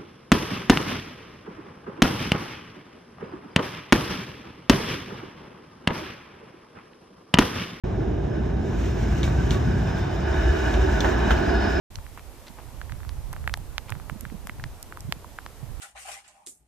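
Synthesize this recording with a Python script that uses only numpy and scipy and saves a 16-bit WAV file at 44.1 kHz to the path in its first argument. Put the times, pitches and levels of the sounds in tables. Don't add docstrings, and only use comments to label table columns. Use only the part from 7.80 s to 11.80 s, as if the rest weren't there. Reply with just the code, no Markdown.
import sys
import numpy as np
from scipy import signal
from scipy.fft import rfft, irfft
from scipy.io import wavfile
from scipy.ndimage import uniform_filter1d

SR = 44100
rng = np.random.default_rng(int(sys.argv[2]) if len(sys.argv) > 2 else 0)


def file_out(sig):
    cols = np.atleast_2d(sig).T
    lim = np.clip(cols, -1, 1)
    pcm = np.round(lim * 32767).astype(np.int16)
    wavfile.write(sys.argv[1], SR, pcm)


N = 176400
TIME_S = np.arange(N) / SR
BIN_HZ = np.maximum(np.arange(N // 2 + 1) * SR / N, 1)


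def undb(db):
    return 10 ** (np.asarray(db) / 20)


def unit(x):
    return x / np.sqrt(np.mean(x ** 2))


def envelope(points):
    return undb(np.interp(TIME_S, *np.array(points).T))


def over_hz(points):
    hz, value = np.array(points).T
    return np.interp(np.log(BIN_HZ), np.log(hz), value)


def spectrum(points):
    below = np.minimum(BIN_HZ / points[0][0], 1)
    above = np.minimum(points[-1][0] / BIN_HZ, 1)
    return undb(over_hz(points)) * (below * above) ** 2


def colour(x, gain):
    return unit(irfft(rfft(x) * gain, N))


def noise():
    return rng.standard_normal((2, N))


def wander(rate_hz):
    return colour(rng.standard_normal(N), 1 / (1 + (BIN_HZ / rate_hz) ** 4))


def response(points):
    cepstrum = irfft(np.log(undb(over_hz(points))), N)
    cepstrum[1:N // 2] *= 2
    cepstrum[N // 2 + 1:] = 0
    gain = np.exp(rfft(cepstrum))
    return gain / np.sqrt(np.mean(abs(gain) ** 2))


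def vibration(points, steady, window_samples=4400):
    x = colour(noise(), spectrum(points))
    power = uniform_filter1d(x ** 2, window_samples, axis=1)
    return unit(x / np.maximum(power, 1e-6) ** (steady / 2))


def strike(start_s, contact, snap_share):
    force = noise() * contact
    force[0] *= np.sqrt(1 - snap_share)
    force[0, int(start_s * SR) + 1] += np.sqrt(snap_share * np.sum(contact ** 2))
    return rfft(force)


def running_gear():
    # t/s, level/dB
    slab_level = [(0.06, -30.5), (.3, -28.5), (.55, -28.5), (.75, -27), (.88, -37), (1.0, -23), (1.15, -28),
                  (1.4, -24.5), (1.75, -26), (1.95, -26), (2.33, -31), (2.55, -25), (2.7, -19.5),
                  (2.8, -25), (3.08, -20.5), (3.4, -25.5), (3.53, -19), (3.66, -28), (3.75, -25.5),
                  (4, -22)]
    body_level = [(0.06, -28), (.4, -29), (.75, -29), (1.05, -28.5), (1.4, -25.5), (1.95, -22.5),
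                  (2.25, -28), (2.6, -32), (3.4, -30.5), (4, -34)]
    bogie_level = [(0.06, -35), (.2, -31), (.65, -34.5), (1.5, -33), (1.8, -32), (2.05, -36.5), (2.45, -33),
                   (2.8, -29), (2.93, -29.5), (3.03, -26), (3.15, -32.5), (3.27, -26.5), (3.38, -30.5),
                   (3.72, -26), (3.85, -29), (4, -28.5)]
    skirt_level = [(0, -53.5), (.8, -34), (1.7, -40.5), (2.5, -57.5), (3.1, -36), (3.6, -28.5), (4, -33)]
    # f/Hz, level/dB
    slab_shape = [(20, -40), (33, -34), (43, -7.5), (52, 5), (58, 5), (69, 3.5), (80, -6.5), (110, -27.5),
                  (200, -55.5)]
    body_shape = [(55, -25), (82, 2.5), (120, 0.5), (170, -2.5), (230, -8.5), (320, -23.5), (700, -55)]
    bogie_shape = [(120, -19), (205, -13), (290, -4), (362, 1.5), (420, -3.5), (500, -18.5), (620, -10.5),
                   (1200, -45.5)]
    skirt_shape = [(120, -33), (170, -5.5), (205, -0.5), (265, -3), (320, -13), (500, -38.5)]
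    slab = vibration(slab_shape, steady=0.41) * envelope(slab_level) * undb(0.5)
    body = vibration(body_shape, steady=0.67) * envelope(body_level) * undb(0.38)
    bogies = vibration(bogie_shape, steady=0.12) * envelope(bogie_level) * undb(0.5)
    skirts = vibration(skirt_shape, steady=0.24) * envelope(skirt_level)
    return slab + body + bogies + skirts


def rolling(turn_hz=2.4, turn_db=0.6, grit_per_s=230, grit_db=-16.5):
    # t/s, level/dB
    rail_level = [(0.06, -42), (.9, -44), (1.25, -41.5), (2.0, -39), (2.35, -36.5), (2.7, -35.5),
                  (3.15, -33.5), (3.6, -31.5), (4, -32.5)]
    wheel_level = [(0, -52.5), (1.0, -45.5), (1.6, -44.5), (2.0, -41), (2.35, -41), (2.65, -31.5),
                   (3.1, -34), (3.5, -31.5), (3.8, -33.5), (4, -30)]
    # f/Hz, level/dB
    rail_shape = [(300, -16), (540, -15.5), (660, 0.5), (950, -3), (1250, -9), (1750, -12.5), (2100, -16.5),
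                  (3300, -22), (4000, -25), (4650, -34), (5400, -27), (7000, -36.5), (15000, -52.5)]
    # f/Hz, width/Hz, level/dB
    resonances = [(647, 80, 1.5), (893, 51, -4), (1488, 27, 3), (1532, 160, -2), (1695, 120, -0.5),
                  (2460, 200, -12.5), (2927, 100, -10.5), (3826, 130, -17)]
    grit = (rng.random(N) < grit_per_s / SR) * rng.standard_normal(N)
    force = (noise() + undb(grit_db) * unit(grit)) * undb(0.77 * wander(17))
    rails = colour(force, spectrum(rail_shape)) * envelope(rail_level) * undb(1.02)
    wheel_power = sum((undb(db) / (1 + 2 * ((BIN_HZ - hz) / width_hz) ** 2)) ** 2
                      for hz, width_hz, db in resonances)
    wheels = colour(noise(), np.sqrt(wheel_power)) * envelope(wheel_level) * undb(1.7 * wander(9.6))
    return (rails + wheels) * undb(turn_db * np.sin(2 * np.pi * turn_hz * TIME_S))


def clacks(pivot_hz=4200, rattle_rise_s=0.0017, rattle_decay_s=0.039, echo_decay_s=0.056, echo_db=-11):
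    # t/s, tick/dB, tick tilt/(dB/octave), clunk/dB, clunk cutoff/Hz, contact/s, rattle/dB, ring/dB
    blows = [(1.4315, -25, -7, -34, 3000, .0021, -34.5, -34), (1.478, -49, -5, -20, 900, .003, -56, -43),
             (1.7078, -21, 1, -32.5, 3000, .0014, -33.5, -33.5),
             (1.745, -42, 4, -31.5, 2030, .012, -48, -37.5), (2.941, -38, -8, -31.5, 3040, .006, -44, -33),
             (3.206, -18.5, 3, -36.5, 4040, 0.0032, -35.5, -37),
             (3.245, -44, -1, -17, 2500, 0.012, -37.5, -48), (3.2565, -47, 0, -22, 2000, 0.0069, -47, -44),
             (3.5074, -35, -8, -16.5, 6000, 0.015, -35, -34.5)]
    # f/Hz, level/dB
    tick_shape = [(1000, -27.5), (2400, -9), (3100, 3), (3650, 6.5), (4350, -3.5), (4800, -18),
                  (5350, -4.5), (6000, 2), (6900, -15), (10000, -20.5), (15000, -33)]
    clunk_shape = [(60, -15.5), (300, -7.5), (700, 5.5), (1100, -2), (1700, 0), (2400, -15.5), (3200, -8),
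                   (4200, -35.5), (9000, -25.5)]
    rattle_shape = [(500, -14.5), (1200, -1), (2400, 1.5), (3600, -0.5), (4800, -8), (6200, -4.5),
                    (9000, -12.5), (15000, -20.5)]
    # f/Hz, level/dB, decay/s
    modes = [(1154, -6.5, .035), (2327, -5.5, 0.011), (2690, -7, .013), (3040, -3, 0.0066),
             (3730, -3.5, .011), (4260, -9.5, .008), (6020, -13, 0.0073)]
    rattle_power, ringing = np.zeros((2, N))
    ticks = clunks = 0
    octaves = np.clip(np.log2(BIN_HZ / pivot_hz), -1, 1)
    for start_s, tick_db, tilt, clunk_db, cutoff_hz, contact_s, rattle_db, ring_db in blows:
        age_s = np.maximum(TIME_S - start_s, 0)
        contact = (age_s > 0) * np.exp(-np.minimum(age_s / contact_s, 50))
        echo = (age_s > 0) * undb(echo_db) * np.exp(-age_s / echo_decay_s)
        ticks += strike(start_s, contact, snap_share=0.65) * undb(tick_db + tilt * octaves)
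        clunk = strike(start_s, contact, snap_share=0.44) + rfft(noise() * echo)
        clunks += clunk * undb(clunk_db) / np.hypot(1, (BIN_HZ / cutoff_hz) ** 2)
        rise = 1 - np.exp(-age_s / rattle_rise_s)
        rattle_power += (undb(rattle_db) * rise * np.exp(-age_s / rattle_decay_s)) ** 2
        for hz, db, decay_s in modes:
            detuned_hz = hz * (1 + 0.008 * rng.standard_normal())
            ringing += undb(ring_db + db) * np.exp(-age_s / decay_s) * np.sin(2 * np.pi * detuned_hz * age_s)
    rattle = rfft(noise() * np.sqrt(rattle_power)) * response(rattle_shape)
    out = irfft(ticks * response(tick_shape) + clunks * response(clunk_shape) + rattle, N)
    out[0] += ringing
    return out


def hiss(flutter_db=2):
    # t/s, level/dB
    level = [(0, -75), (.78, -60), (.86, -50.5), (.96, -51), (1.05, -42), (1.2, -45), (1.4, -41.5),
             (1.9, -48), (2.3, -47), (2.6, -44.5), (3.0, -42.5), (3.4, -44.5), (4, -45.5)]
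    # f/Hz, level/dB
    shape = [(700, -12.5), (1200, 8), (2200, 5.5), (3000, 2.5), (3800, -3), (4100, -1.5), (4800, -6.5),
             (5150, -5), (5600, 0), (6700, -3), (8000, -6), (10500, -21), (13500, -13.5), (15500, -38.5)]
    return colour(noise(), undb(over_hz(shape))) * envelope(level) * undb(0.5 + flutter_db * wander(12))


def singing(drift=0.005, flutter_db=2):
    # f/Hz, width/Hz, level/dB
    bands = [(1600, 31, 4.5), (2980, 51, -5), (3670, 70, -1.5), (4550, 20, -10), (5147, 110, -0.5)]
    # t/s, level/dB
    level = [(0, -67.5), (.8, -64), (1.4, -59.5), (2.1, -54.5), (2.6, -53), (3.0, -54), (3.4, -54.5),
             (4, -53)]
    out = np.zeros((2, N))
    for hz, width_hz, db in bands:
        phase = 2 * np.pi * np.cumsum(hz * (1 + drift * wander(6.03))) / SR
        lowpass = 1 / (1 + (BIN_HZ / width_hz) ** 4)
        band = colour(noise(), lowpass) * np.cos(phase) + colour(noise(), lowpass) * np.sin(phase)
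        out += band * undb(db + flutter_db * wander(10))
    return out * envelope(level)


def squeaks(waver_hz=14):
    # t/s, f/Hz, width/s, level/dB
    touches = [(1.443, 2270, 0.0042, -36), (1.6, 1542, .02, -35.5), (1.76, 1125, .012, -34),
               (2.17, 1495, 0.013, -43), (2.695, 1697, 0.0078, -29)]
    out = np.zeros((2, N))
    for peak_s, hz, width_s, db in touches:
        swell = np.exp(-((TIME_S - peak_s) / width_s) ** 2 / 2)
        phase = 2 * np.pi * np.cumsum(hz + waver_hz * wander(37)) / SR
        out[0] += undb(db) * swell * np.sin(phase)
    return out


def whine(sag_per_s=0.015, jitter=1.3, flutter_db=4):
    # f/Hz, waver/Hz, level/dB, peak t/s, width/s
    tones = [(684, 16, -39, 3.7, 0.19), (1463, 8.7, -38.5, 3.8, 0.2), (1670, 10, -43.5, 3.8, 0.24),
             (4330, 7.5, -53, 3.73, 0.18), (5000, 41, -49.5, 3.8, .14), (5160, 60, -49, 3.93, 0.17)]
    out = np.zeros((2, N))
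    for hz, waver_hz, db, peak_s, width_s in tones:
        since_s = TIME_S - peak_s
        swell = 1 / (1 + (since_s / width_s) ** 2)
        pitch_hz = hz * (1 - sag_per_s * since_s) + waver_hz * wander(14.1)
        for path in out:
            phase = 2 * np.pi * np.cumsum(pitch_hz + jitter * waver_hz * wander(150)) / SR
            path += np.sqrt(2) * np.sin(phase) * undb(db + flutter_db * wander(29)) * swell
    return out


def traffic(level_db=-39.5):
    # f/Hz, level/dB
    shape = [(25, -20), (70, -4), (200, -15), (420, -5.5), (800, -11), (1300, -36), (2500, -32),
             (3800, -41), (4500, -52), (6000, -38.5), (8000, -46.5), (15000, -61)]
    return colour(noise(), undb(over_hz(shape))) * undb(level_db + 0.2 * wander(2))


def scene():
    # f/Hz, level/dB
    diffuse = [(60, -33.5), (120, -17.5), (250, -10.5), (400, -7.5), (580, -0.5), (1000, -2.5), (1600, -9),
               (3000, -4.5), (6000, -8), (8000, -36), (10000, -40), (14000, -29)]
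    # f/Hz, level/dB
    balance = [(60, .4), (120, .7), (200, -.5), (380, -6.1), (700, -3.3), (1290, -1.2), (2400, -.3),
               (15000, 0)]
    # f/Hz, phase/rad
    lead = [(70, 0), (160, -.25), (430, -1.15), (680, .6), (860, 1.0), (1250, .4), (2000, .1), (2600, .9),
            (3900, .7), (4500, 1.4), (5250, -.1), (8000, 2.1), (9000, 3.0), (12000, 3.4), (13300, 5.9),
            (15000, 6.3)]
    streetcar = running_gear() + rolling() + hiss() + singing() + whine() + clacks() + squeaks()
    direct, scattered = rfft(streetcar + traffic())
    sides = np.array([[1], [-1]])
    scatter_gain = undb(over_hz(diffuse))
    field = (direct + sides * scatter_gain * scattered) / np.hypot(1, scatter_gain)
    port_gain = undb(sides * over_hz(balance) / 2)
    right_lag = np.exp(1j * np.array([[0], [-1]]) * over_hz(lead))
    return irfft(field * port_gain * right_lag, N)


def record(dry):
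    open_s, fade_s, cutoff_hz = 0.036, 0.003, 15400
    opened = dry * np.clip((TIME_S - open_s) / fade_s, 0, 1)
    return signal.sosfilt(signal.ellip(8, 0.2, 70, cutoff_hz, fs=SR, output="sos"), opened)


dry = scene()
out = record(dry)
file_out(out)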